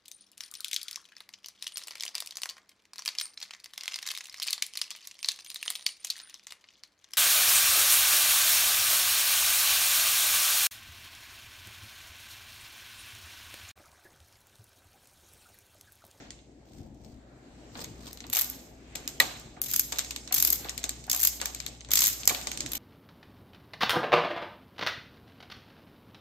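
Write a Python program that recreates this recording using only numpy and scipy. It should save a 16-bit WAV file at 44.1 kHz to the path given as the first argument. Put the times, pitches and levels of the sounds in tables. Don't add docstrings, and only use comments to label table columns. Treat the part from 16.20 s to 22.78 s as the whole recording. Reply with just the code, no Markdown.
import sys
import numpy as np
from scipy import signal
from scipy.fft import rfft, irfft, next_fast_len
from scipy.io import wavfile
from scipy.ndimage import uniform_filter1d, minimum_filter1d, map_coordinates

SR = 44100
rng = np.random.default_rng(int(sys.argv[2]) if len(sys.argv) > 2 else 0)


def master_out(mix):
    frames = np.transpose(np.atleast_2d(mix))
    ceiling = np.clip(frames, -1, 1)
    pcm = np.round(ceiling * 32767).astype(np.int16)
    wavfile.write(sys.argv[1], SR, pcm)


def nominal_scale(level):
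    x = np.asarray(level, float) / 20
    return 10 ** x


N = 290157


def unit(x):
    return x / np.sqrt(np.mean(x ** 2) + 1e-20)


def along(points, hz):
    f, v = np.transpose(points)
    return np.interp(np.log(hz + 1), np.log(f + 1), v)


def curves(rows):
    s, *columns = np.transpose(rows)
    t = np.arange(N) / SR
    return [np.interp(t, s, column, left=-120, right=-120) for column in columns]


def wobble(rate):
    knots = rng.standard_normal(int(N * rate / SR) + 4)
    return map_coordinates(knots, [np.arange(N) * rate / SR])


def filtered(x, response):
    m = next_fast_len(N + SR // 2)
    return irfft(rfft(x, m) * response(np.fft.rfftfreq(m, 1 / SR)), m)[..., :N]


def smoothed_twice(x, size):
    return uniform_filter1d(uniform_filter1d(x, size=size), size=size)


def lumpy(shape, depth_db, width_hz):
    z = rfft(rng.standard_normal(shape))
    size = max(round(width_hz * shape[-1] / SR), 1)
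    hills = smoothed_twice(rng.standard_normal((*shape[:-2], 1, z.shape[-1])), size)
    return unit(irfft(z * nominal_scale(depth_db * unit(hills)), shape[-1]))


def resonant(x, modes):
    def response(f):
        total = 0
        for k, (centre, width, db) in enumerate(modes):
            resonance = 1j * f * width / (centre * centre - f * f + 1j * f * width)
            total = total + (-1) ** k * nominal_scale(db / 2) * resonance
        return total ** 2
    power = np.mean(np.abs(response(np.linspace(0, SR / 2, num=2000))) ** 2)
    return filtered(x, response) / np.sqrt(power)


# (frequency [Hz], left-right likeness [0-1])
PORT_LIKENESS = [(60, 1), (290, 0.97), (640, 0.47), (1400, .05), (15000, 0.018)]


def rush(spectrum, patchy_db, size=6):
    z = signal.stft(rng.standard_normal((2, N)), nperseg=512)[2]
    patches = uniform_filter1d(rng.standard_normal(z.shape[1:]), size=size, axis=0)
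    patches = uniform_filter1d(patches, size=2 * size, axis=1)
    pair = signal.istft(z * nominal_scale(patchy_db * unit(patches)), nperseg=512)[1][:, :N]

    def response(hz):
        turn = np.arccos(np.clip(along(PORT_LIKENESS, hz), -1, 1)) / 2
        return nominal_scale(along(spectrum, hz)) * [np.cos(turn), np.sin(turn)]
    mid, side = filtered(pair, response)
    return unit(np.array([mid + side, mid - side]))


# (time [s], level [dB])
HUM_LEVEL = [(0, -66), (1.6, -60.5), (2.5, -61.5), (4.2, -55.5), (6.58, -55.5)]
# (frequency [Hz], level [dB])
HUM_PARTIALS = [(59.8, 0.5), (119.6, -12.5)]
# (time [s], hiss level [dB])
HISS_LEVEL = [(0, -50), (.23, -69.5), (.6, -68), (1.1, -66), (1.5, -56.5), (1.58, -61), (2.1, -60),
              (2.55, -65), (2.8, -53.5), (3.33, -61), (4.05, -58.5), (4.45, -50), (4.8, -66.5),
              (5.3, -60), (5.6, -71.5), (6, -55), (6.58, -51)]
# (frequency [Hz], density [dB per Hz])
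RUMBLE_SPECTRUM = [(15, -64), (28, -17), (42, -5), (80, -15), (119, -3), (182, -10.5), (266, -2.5),
                   (415, -12), (780, -15.5), (950, -25), (1500, -50), (2500, -91)]
HISS_SPECTRUM = [(470, -16), (900, -16), (2000, -15.5), (4000, -19), (5500, -24), (7200, -21.5),
                 (8500, -26), (9200, -71), (10500, -36), (12500, -38.5), (15800, -41)]


def room():
    t = np.arange(N) / SR
    hum = 0
    for hz, db in HUM_PARTIALS:
        level = nominal_scale(db + 5.0 + 2.45 * wobble(9.5))
        phase = 2 * np.pi * hz * t + 0.23 * wobble(1.5) + [[0], [.25]]
        hum = hum + level * np.sin(phase)
    hum = hum * nominal_scale(curves(HUM_LEVEL)[0]) * nominal_scale([[1.1], [-1.1]])
    hiss_db, = curves(HISS_LEVEL)
    resting_db, hiss_share, creep_db_per_s = -53, 0.15, 0.34
    rumble_db = resting_db + hiss_share * (hiss_db - hiss_db.mean()) + creep_db_per_s * t
    rumble = nominal_scale(rumble_db + 0.44 * wobble(5.3)) * rush(RUMBLE_SPECTRUM, patchy_db=2.0)
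    hiss = nominal_scale(hiss_db + .6 * wobble(4)) * rush(HISS_SPECTRUM, patchy_db=2.2, size=18)
    return hum + rumble * nominal_scale([[1.3], [-1.3]]) + hiss


# (time [s], rustle level [dB], bump level [dB])
SLEEVE_STROKES = [
    [(.45, -66.5, -79), (.58, -58.5, -45), (.66, -64, -48.5), (.74, -75, -48.5), (.82, -68, -54.5),
     (.9, -61, -55), (1, -80, -55)],
    [(1.46, -97, -69), (1.54, -55, -51), (1.56, -54, -54), (1.62, -37, -45), (1.66, -54.5, -58),
     (1.74, -64.5, -52), (1.88, -44.5, -56.5), (2.08, -81, -61)],
    [(2.995, -90, -64), (3.01, -80, -40.5), (3.09, -90, -58)],
]
# (frequency [Hz], density [dB per Hz])
CLOTH_SPECTRUM = [(290, -7), (500, -8), (1350, -18.5), (2800, -18.5), (4500, -12.5), (6000, -16),
                  (8300, -16), (10000, -34.5), (13000, -23.5), (15800, -23)]
THUMP_SPECTRUM = [(25, -8.5), (60, 3), (120, 2.5), (300, -2.5), (700, -29.5), (1500, -76)]


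def sleeve():
    out = 0
    for stroke in SLEEVE_STROKES:
        rustle_db, bump_db = curves(stroke)
        rustle = unit(nominal_scale(4 * wobble(250)) * rush(CLOTH_SPECTRUM, patchy_db=1.5))
        bump = unit(nominal_scale(0.81 * wobble(24.4)) * rush(THUMP_SPECTRUM, patchy_db=-1.5))
        out = out + nominal_scale(rustle_db) * rustle + nominal_scale(bump_db) * bump * nominal_scale([[2.5], [-2.5]])
    return out


# (delay [ms], level [dB])
WALL_SLAPS = [(6, -26), (14, -16), (22, -20.5)]


def garage(drive, t60, wet_db):
    slaps = np.zeros((2, SR // 20))
    for ms, db in WALL_SLAPS:
        smear = rng.standard_normal((2, 60)) * np.exp(-np.arange(60) / 20)
        smear /= np.linalg.norm(smear, axis=1, keepdims=True)
        slaps[:, round(ms * SR / 1000):][:, :60] += nominal_scale(db) * smear
    t = np.arange(SR // 2 + SR // 4) / SR
    fade = nominal_scale(-120 * t / t60) + 7.4 * nominal_scale(-120 * t / 0.12)
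    fade *= 1 - np.exp(-t / 0.00046)
    energy = signal.fftconvolve(np.mean(drive ** 2, axis=0), fade / fade.sum())[:N]
    field = lumpy((3, next_fast_len(N)), depth_db=2.3, width_hz=60)[:, :N]
    field = unit(field[:2] + 0.49 * field[2])
    diffuse = nominal_scale(wet_db + 1.4 * wobble(60)) * np.sqrt(np.abs(energy)) * field
    return signal.fftconvolve(drive, slaps, axes=1)[:, :N] + diffuse


def contacts(rows, groups, rise_ms, snap, alike, spiky_db, buildup=0):
    t = np.arange(SR // 16) / SR
    drive = np.zeros((5, 2, N + len(t)))
    for s, levels_db, pan_db, chatter_ms in rows:
        pan_db = np.clip(pan_db, -7, 10)
        u = t / (np.clip(chatter_ms, .5, 20) / 1000)
        rise_s = (rise_ms + buildup * chatter_ms) / 1000
        envelope = (1 - np.exp(-(t / rise_s) ** 2)) * (np.exp(-1.6 * u) + snap * np.exp(-5.5 * u))
        noise = lumpy((len(levels_db), 3, len(t)), depth_db=3, width_hz=450)
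        spikes = nominal_scale(spiky_db * rng.standard_normal(len(t)))
        chatter = alike * noise[:, :1] + np.sqrt(1 - alike ** 2) * noise[:, 1:3]
        chatter = chatter * spikes * envelope
        chatter *= np.sqrt(chatter_ms * SR / 2500) / np.linalg.norm(chatter, axis=2, keepdims=True)
        level = nominal_scale(np.array(levels_db) + 1.0)[:, None, None]
        start = round(s * SR)
        drive[groups, :, start:start + len(t)] += level * chatter * nominal_scale([[pan_db / 2], [-pan_db / 2]])
    return drive[..., :N]


# (time [s], casing level [dB], bay above casing [dB])
ENGINE_KNOCKS = [(1.555, -40.5, -3), (1.585, -52, 13), (1.62, -63, 6), (2.041, -45.5, -11),
                 (2.132, -40.5, -19), (2.158, -32.5, -27), (2.753, -46.5, 9), (3.002, -26, 0),
                 (3.367, -45.5, -9), (3.595, -64, -16), (3.723, -35, 3.5), (4.109, -36.5, -21),
                 (4.449, -38, 4), (4.64, -41.5, 6.5), (4.877, -41.5, -22), (4.933, -36, -38),
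                 (5.216, -34.5, 0), (5.69, -45, 7.5), (6.074, -32.5, -10), (6.101, -29, -0.5),
                 (6.116, -45, 13), (6.27, -47.5, 14)]


def knocks():
    rows = [(s, [db - 5.0, db + low - 7.5], .3, 5.9) for s, db, low in ENGINE_KNOCKS]
    return contacts(rows, slice(3, 5), rise_ms=0.24, snap=0.52, alike=1.0, spiky_db=4.5)


# (time [s], force [dB], hardness [dB], left-right [dB], extra clank [dB])
FITTING_CLANKS = [(0.105, -35, -8, 4, 3.5), (0.1892, -62, -5, 3, 14), (0.745, -60, 3, 10, -7),
                  (0.838, -59, -1, 9.5, -2), (0.8467, -50.5, 3, 18, 0), (1.477, -67, 1, 3, 0),
                  (1.518, -61, -6, 4, 8), (1.5706, -41.5, -7, 13, -3), (1.591, -40.5, -5, 10, 5),
                  (1.64, -44, 18, 9.5, 2), (1.6432, -31.5, -6, 4, 2), (1.868, -42.5, 4, 8, 4),
                  (1.9297, -36.5, 15, 6.5, -6.5), (1.9727, -43, 7.5, 7, 6.5), (2.004, -35, -10, 5, 1),
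                  (2.0665, -42.5, 6, 11, -5), (2.099, -35.5, 19, -0.5, 1.5), (2.299, -34.5, 25.5, 0, 1),
                  (2.7525, -31.5, -4, 8, 1), (2.7558, -29, 6, 11, 1.5), (2.762, -44, -1, 3, 0),
                  (2.801, -56, 13, 9, 1), (2.8555, -55, 14, 3, 1), (2.8763, -23, 9.5, 0, -0.5),
                  (3.197, -44, 11.5, 7, 3)]
TURNING_CLANKS = [(3.7218, -24.5, 8.5, 4, 1.5), (3.7258, -27, -5, 8.5, 0.5), (3.7589, -31, -4, 3, 1),
                  (3.772, -35, 0, 5, -1), (3.7849, -20, 11, 1, 1.5), (3.791, -21, 1, 14, 0.79),
                  (3.8458, -33, 1, 9, -1), (3.9077, -27, 4.5, 8, 1), (3.9611, -25, 1.5, 2, 0.74),
                  (4.0756, -31.5, -7, 3, 0.5), (4.4938, -23, 0, 4, 0.32), (4.5776, -28.5, 6, 11, 0.92),
                  (4.631, -36, 2, 2, 1), (4.6397, -21, 3, 7, -0.25), (4.6923, -22.5, 6.5, 2, -0.5),
                  (4.84, -38.5, 1, -2, 0), (4.8663, -47.5, 16, 9, 0)]
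SPINNING_CLANKS = [(5.2142, -24, 7, 9, 2.5), (5.2561, -21.5, 12.5, 4, 2), (5.3468, -28, 4, 11, -1.5),
                   (5.4011, -30, 2, 12, 4.5), (5.4633, -28.5, 3.5, 19, 4), (5.549, -46, -8, 3, -1),
                   (5.6066, -38.5, -25, 1, -2), (5.612, -48, -26.5, 0, 8), (5.647, -41.5, -7, 3, 5.5),
                   (5.687, -40.5, -9, 4, 0), (6.0323, -34.5, -2, 5, 6.5), (6.054, -30, 12, 10, -7),
                   (6.0752, -9, 14, 3, -5.5), (6.0945, -21.5, 10, 6, 3.5), (6.099, -22, 4, 0, 6.5),
                   (6.1472, -28.5, 8.5, 12, 8), (6.213, -33, 4.5, 7, 2), (6.2704, -21.5, -3, 7.5, -0.5),
                   (6.3152, -23.5, 4, -1, 2.5), (6.3738, -23.5, -6, 0, -4), (6.4048, -21.5, -1, 0, -1.5),
                   (6.461, -26, 0, -2, -0.5), (6.49, -65, 34, -18, -3)]
# (time [s], force [dB], left-right [dB])
MUFFLED_CLANKS = [(1.553, -38, 4), (2.0396, -41, 2), (4.4447, -36.5, 8), (4.459, -47, -11),
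                  (4.486, -33.5, 2), (5.2, -35, -5)]
# (time [s], force [dB], left-right [dB])
SOCKET_SEATING = [
    (2.9999, -19.5, -8.5),
    (3.0014, -13.5, 7),
    (3.014, -33, 0),
    (3.0215, -33, 5),
]


def joints():
    out = []
    for rows, ms in ((FITTING_CLANKS, 1.9), (TURNING_CLANKS, 2.2), (SPINNING_CLANKS, 2.31)):
        for s, db, hard_db, pan, clank in rows:
            clank_db = db - 4.5 - 0.067 * hard_db + clank
            out.append((s, db - 13 + hard_db, db, clank_db, pan, ms))
    out += [(s, db - 30, db - 33, db, pan, 4.2) for s, db, pan in MUFFLED_CLANKS]
    out += [(s, db - 3, db - 2.5, db, pan, 2.25) for s, db, pan in SOCKET_SEATING]
    return sorted(out)


def slack():
    rows = [(s, levels_db, pan, ms) for s, *levels_db, pan, ms in joints()]
    return contacts(rows, slice(0, 3), rise_ms=0.2, snap=0.79, alike=0.42, spiky_db=2)


# (frequency [Hz], level [dB], t60 [s])
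STEEL_MODES = [(1174, -5, 0.051), (1944, 1.5, 0.038), (2343, 10, 0.022), (3740, 5, .04), (4090, 6, 0.018),
               (4580, -7, 0.11), (5370, -5.5, 0.028), (6440, -9, 0.041), (7300, -24, 0.028),
               (11700, -15, 0.02), (13200, -16, .03)]


def extension():
    out, t = np.zeros((2, N + SR)), np.arange(SR // 9) / SR
    hz, mode_db, t60 = np.transpose(STEEL_MODES)[..., None]
    for s, _, ring_db, clank_db, *_ in joints():
        scatter, detune, *turns = rng.standard_normal((4, len(STEEL_MODES), 1))
        strength_db = 1.78 * np.where(hz < 5000, clank_db, ring_db) + 3.0
        level = nominal_scale(strength_db + mode_db + 4.1 * scatter - 60 * t / t60)
        phase = 2 * np.pi * hz * (1 + 0.0045 * detune) * t
        ring = np.array([np.sum(level * np.sin(phase + turn), axis=0) for turn in turns])
        out[:, round(s * SR):][:, :len(t)] += ring * (1 - np.exp(-t / 0.00021))
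    return out[:, :N]


# (time [s], force [dB], chatter [ms], extra ping [dB], extra clank [dB])
BACK_SWING_1 = [(2.122, -39, 3.9, -7, -2), (2.128, -25.5, 2.7, 1.5, 4), (2.133, -26.5, 2.9, 4.5, 1),
                (2.1483, -24.5, 2.8, 0, 0.5), (2.1557, -24.5, 3.9, -1, -2), (2.167, -23, 2.9, 2, 1),
                (2.171, -31, 6, 4.5, 6.5), (2.181, -25, 0.8, -3, -2), (2.1875, -22.5, 2.5, 1, 0),
                (2.192, -25, 4.4, 1, -0.5), (2.211, -24.5, 1.1, 8.5, 0.5), (2.216, -25.5, 3, 4.5, -2),
                (2.243, -32.5, 2.2, 6, 0)]
BACK_SWING_2 = [(3.4158, -22, 0.82, 8.5, -0.13), (3.4212, -37, 0.81, 2, -1), (3.436, -35, 4.4, 7, 1),
                (3.443, -36, 1.8, 6, -1), (3.457, -37, 10, 4.5, 2.2), (3.481, -39, 8, 7, 1.2),
                (3.487, -39, 18, 0, 1.2), (3.5002, -38, 6.4, 6, -1), (3.5114, -28, 3.5, 2, 1),
                (3.524, -33, 4, 3.5, 1), (3.535, -20.5, 1.8, 0, -2.2), (3.5388, -24, 3, 1, 0.84),
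                (3.56, -21, 2.9, 5.5, 0.36), (3.594, -16.5, 2.3, 1, -0.05)]
BACK_SWING_3 = [(4.1224, -22.5, 4.5, -1.6, 4.5), (4.1408, -23, 3.7, 0.64, 1), (4.145, -23, 3.6, 0.85, 0),
                (4.158, -26, 10.5, -1, 4), (4.178, -24, 6.7, -1, 1.5), (4.1981, -22.5, 5.1, 0.53, -1),
                (4.2239, -16, 1.6, 1, 3.5), (4.248, -17, 2.1, 1, 3), (4.2717, -22.5, 2.9, 1, -5),
                (4.2756, -24.5, 1.3, 1, 11), (4.3015, -21, 2, 1, -7), (4.303, -21, 1.4, 1, -1),
                (4.3248, -21.5, 1.7, 1, 1), (4.329, -18, 0.69, 1, 6), (4.354, -31.5, 4.2, 1, 1)]
BACK_SWING_4 = [(4.8959, -21, 4, -4, 1), (4.913, -18.5, 2.8, 1, -1), (4.929, -20.5, 2.2, 0, 0.92),
                (4.9457, -25.5, 2.8, 4, 1), (4.961, -27.5, 3.1, 6, 1), (4.9727, -30, 4, 3.5, 1),
                (4.993, -28, 3, 4, -1), (5.0008, -26, 1.5, 8, -1), (5.0055, -31, 1.5, 4, -1),
                (5.0115, -23.5, 1.6, 4, -1), (5.019, -21, 1.1, 2, -1), (5.03, -18, 1.6, 6, -1.2),
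                (5.034, -20.5, 4, 2.5, 0.76), (5.048, -17, 4.3, -0.5, -1.2), (5.07, -18.5, 3.2, 3.5, -1.4),
                (5.0774, -27, 1.6, 1, -1)]
BACK_SWING_5 = [(5.705, -30, 3.7, -3, 3), (5.714, -18.5, 4.1, -0.5, 1), (5.7338, -14, 2.6, -2, -0.5),
                (5.754, -15, 2.4, 1, 2.5), (5.7577, -23, 3.3, -11, -3), (5.7704, -14.5, 4.3, -8, 1),
                (5.777, -25, 3, 6, -3), (5.789, -17, 3.6, -1, 1), (5.8038, -19, 4.7, 2.5, -1),
                (5.8183, -14.5, 1.9, -2.5, 6.3), (5.824, -24.5, 4.9, 4, 1.2), (5.834, -22.5, 5.3, 2, -5),
                (5.839, -16.5, 1.3, 1, 5.5), (5.849, -19.5, 3.9, -3, -3), (5.859, -15, 1.4, -1, -5),
                (5.868, -18, 2.3, 5.5, 1), (5.879, -14, 0.32, 6, 1), (5.8862, -22, 1.2, 5, -3),
                (5.898, -30.5, 2.7, 10, 2), (5.9285, -26.5, 1.1, 6.5, -9), (5.932, -31, 1, 4, -6)]
BACK_SWING_6 = [(6.517, -30.5, 1.6, 1, 1), (6.5198, -30.5, 1.4, 1, 1), (6.5327, -27, 1.7, 1, 1),
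                (6.549, -32, 7.2, 0.95, 1), (6.565, -40, 9.3, 0.81, 1)]
# (ping [dB], clank [dB])
HEAD_FACING = [(6, -4), (4, -7.5), (7, -9.5), (2.5, -8), (0.5, -8), (7, -4)]


def teeth():
    swings = (BACK_SWING_1, BACK_SWING_2, BACK_SWING_3, BACK_SWING_4, BACK_SWING_5, BACK_SWING_6)
    falls = []
    for swing, (ping_db, clank_db) in zip(swings, HEAD_FACING):
        for s, db, ms, ping, clank in swing:
            firm_db = 0.34 * (db + 20.5)
            falls.append((s, [db + ping_db + ping + firm_db, db, db + clank_db + clank], 2.5, ms))
    return contacts(falls, slice(0, 3), rise_ms=0.54, snap=0.28, alike=0.22, spiky_db=2.0, buildup=.35)


# (frequency [Hz], width [Hz], level [dB])
PING_MODES = [(9920, 6800, -13.5), (12210, 1590, 10), (13460, 1680, 3), (15850, 990, 1.5)]
RING_MODES = [(4920, 1650, -3), (6580, 555, 7), (7170, 640, 8), (8340, 2580, -5)]
CLANK_MODES = [(1283, 2160, -14.5), (2380, 1020, 0), (3494, 1140, -3), (4550, 620, -4)]
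CASING_MODES = [(777, 333, -0.5), (1183, 118, 7), (1574, 1060, -6.5)]
BAY_MODES = [(129, 400, -12), (284, 190, 4.5), (482, 540, -6)]
GARAGE_T60 = [0.48, 0.73, 0.69, 0.77, 0.58]
TAIL_LEVEL = [-8.5, -4, -4.5, 8, 3.5]
LEFT_LEAN = [0.79, -1.17, -0.81, -0.72, 0.35]


def wrench():
    drives = teeth() + slack() + knocks()
    modes = (PING_MODES, RING_MODES, CLANK_MODES, CASING_MODES, BAY_MODES)
    out = 0
    for drive, body, t60, wet_db, lean in zip(drives, modes, GARAGE_T60, TAIL_LEVEL, LEFT_LEAN):
        out = out + resonant(drive + garage(drive, t60, wet_db), body) * nominal_scale([[lean], [-lean]])
    return out


def scene():
    return wrench() + extension() + sleeve() + room()


def soft_limit(x, ceiling=.95):
    return x / (1 + np.abs(x / ceiling) ** 6) ** (1 / 6)


# (frequency [Hz], level under the nearest click [dB])
LOST_BELOW = [(1500, -70), (2500, -46), (8200, -46), (8800, -24), (10600, -24), (11500, -40), (13500, -40),
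              (14500, -25), (16500, -30)]


def lost_beside_clicks(x):
    hz, _, z = signal.stft(x, SR, nperseg=256)
    bands = np.mean(np.abs(z[:, :128]).reshape(2, 32, 4, -1) ** 2, axis=(0, 2))
    click = -minimum_filter1d(-bands[3:].max(axis=0), size=13)
    threshold = click * nominal_scale(2 * along(LOST_BELOW, hz[2:128:4]))[:, None]
    margin = uniform_filter1d(bands, size=3, axis=1) / (threshold + 1e-20)
    share = np.where(margin < nominal_scale(2 * -12), .3, .8)
    draw = np.repeat(rng.random(bands.shape), 6, axis=1)[:, :bands.shape[1]]
    lost = (margin < 1) & (draw < share)
    z[:, :128] *= np.repeat(~lost, 4, axis=0)
    return signal.istft(z, SR, nperseg=256)[1][:, :N]


# (frequency [Hz], gain [dB])
PHONE_TOP = [(15300, -0.5), (15900, -28.5), (17000, -30.5), (17200, -120)]


def phone_ports(x):
    def response(hz):
        lead_s = 0.000082 / (1 + (hz / 2500) ** 2)
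        return nominal_scale(along(PHONE_TOP, hz)) * np.exp(1j * np.pi * hz * lead_s * np.array([[1], [-1]]))
    return filtered(x, response)


def band_limit(x):
    return signal.sosfilt(signal.butter(12, 16970, fs=SR, output="sos"), x)


def record(dry):
    mix = phone_ports(lost_beside_clicks(soft_limit(dry)))
    return band_limit(mix)


dry = scene()
out = record(dry)
master_out(out)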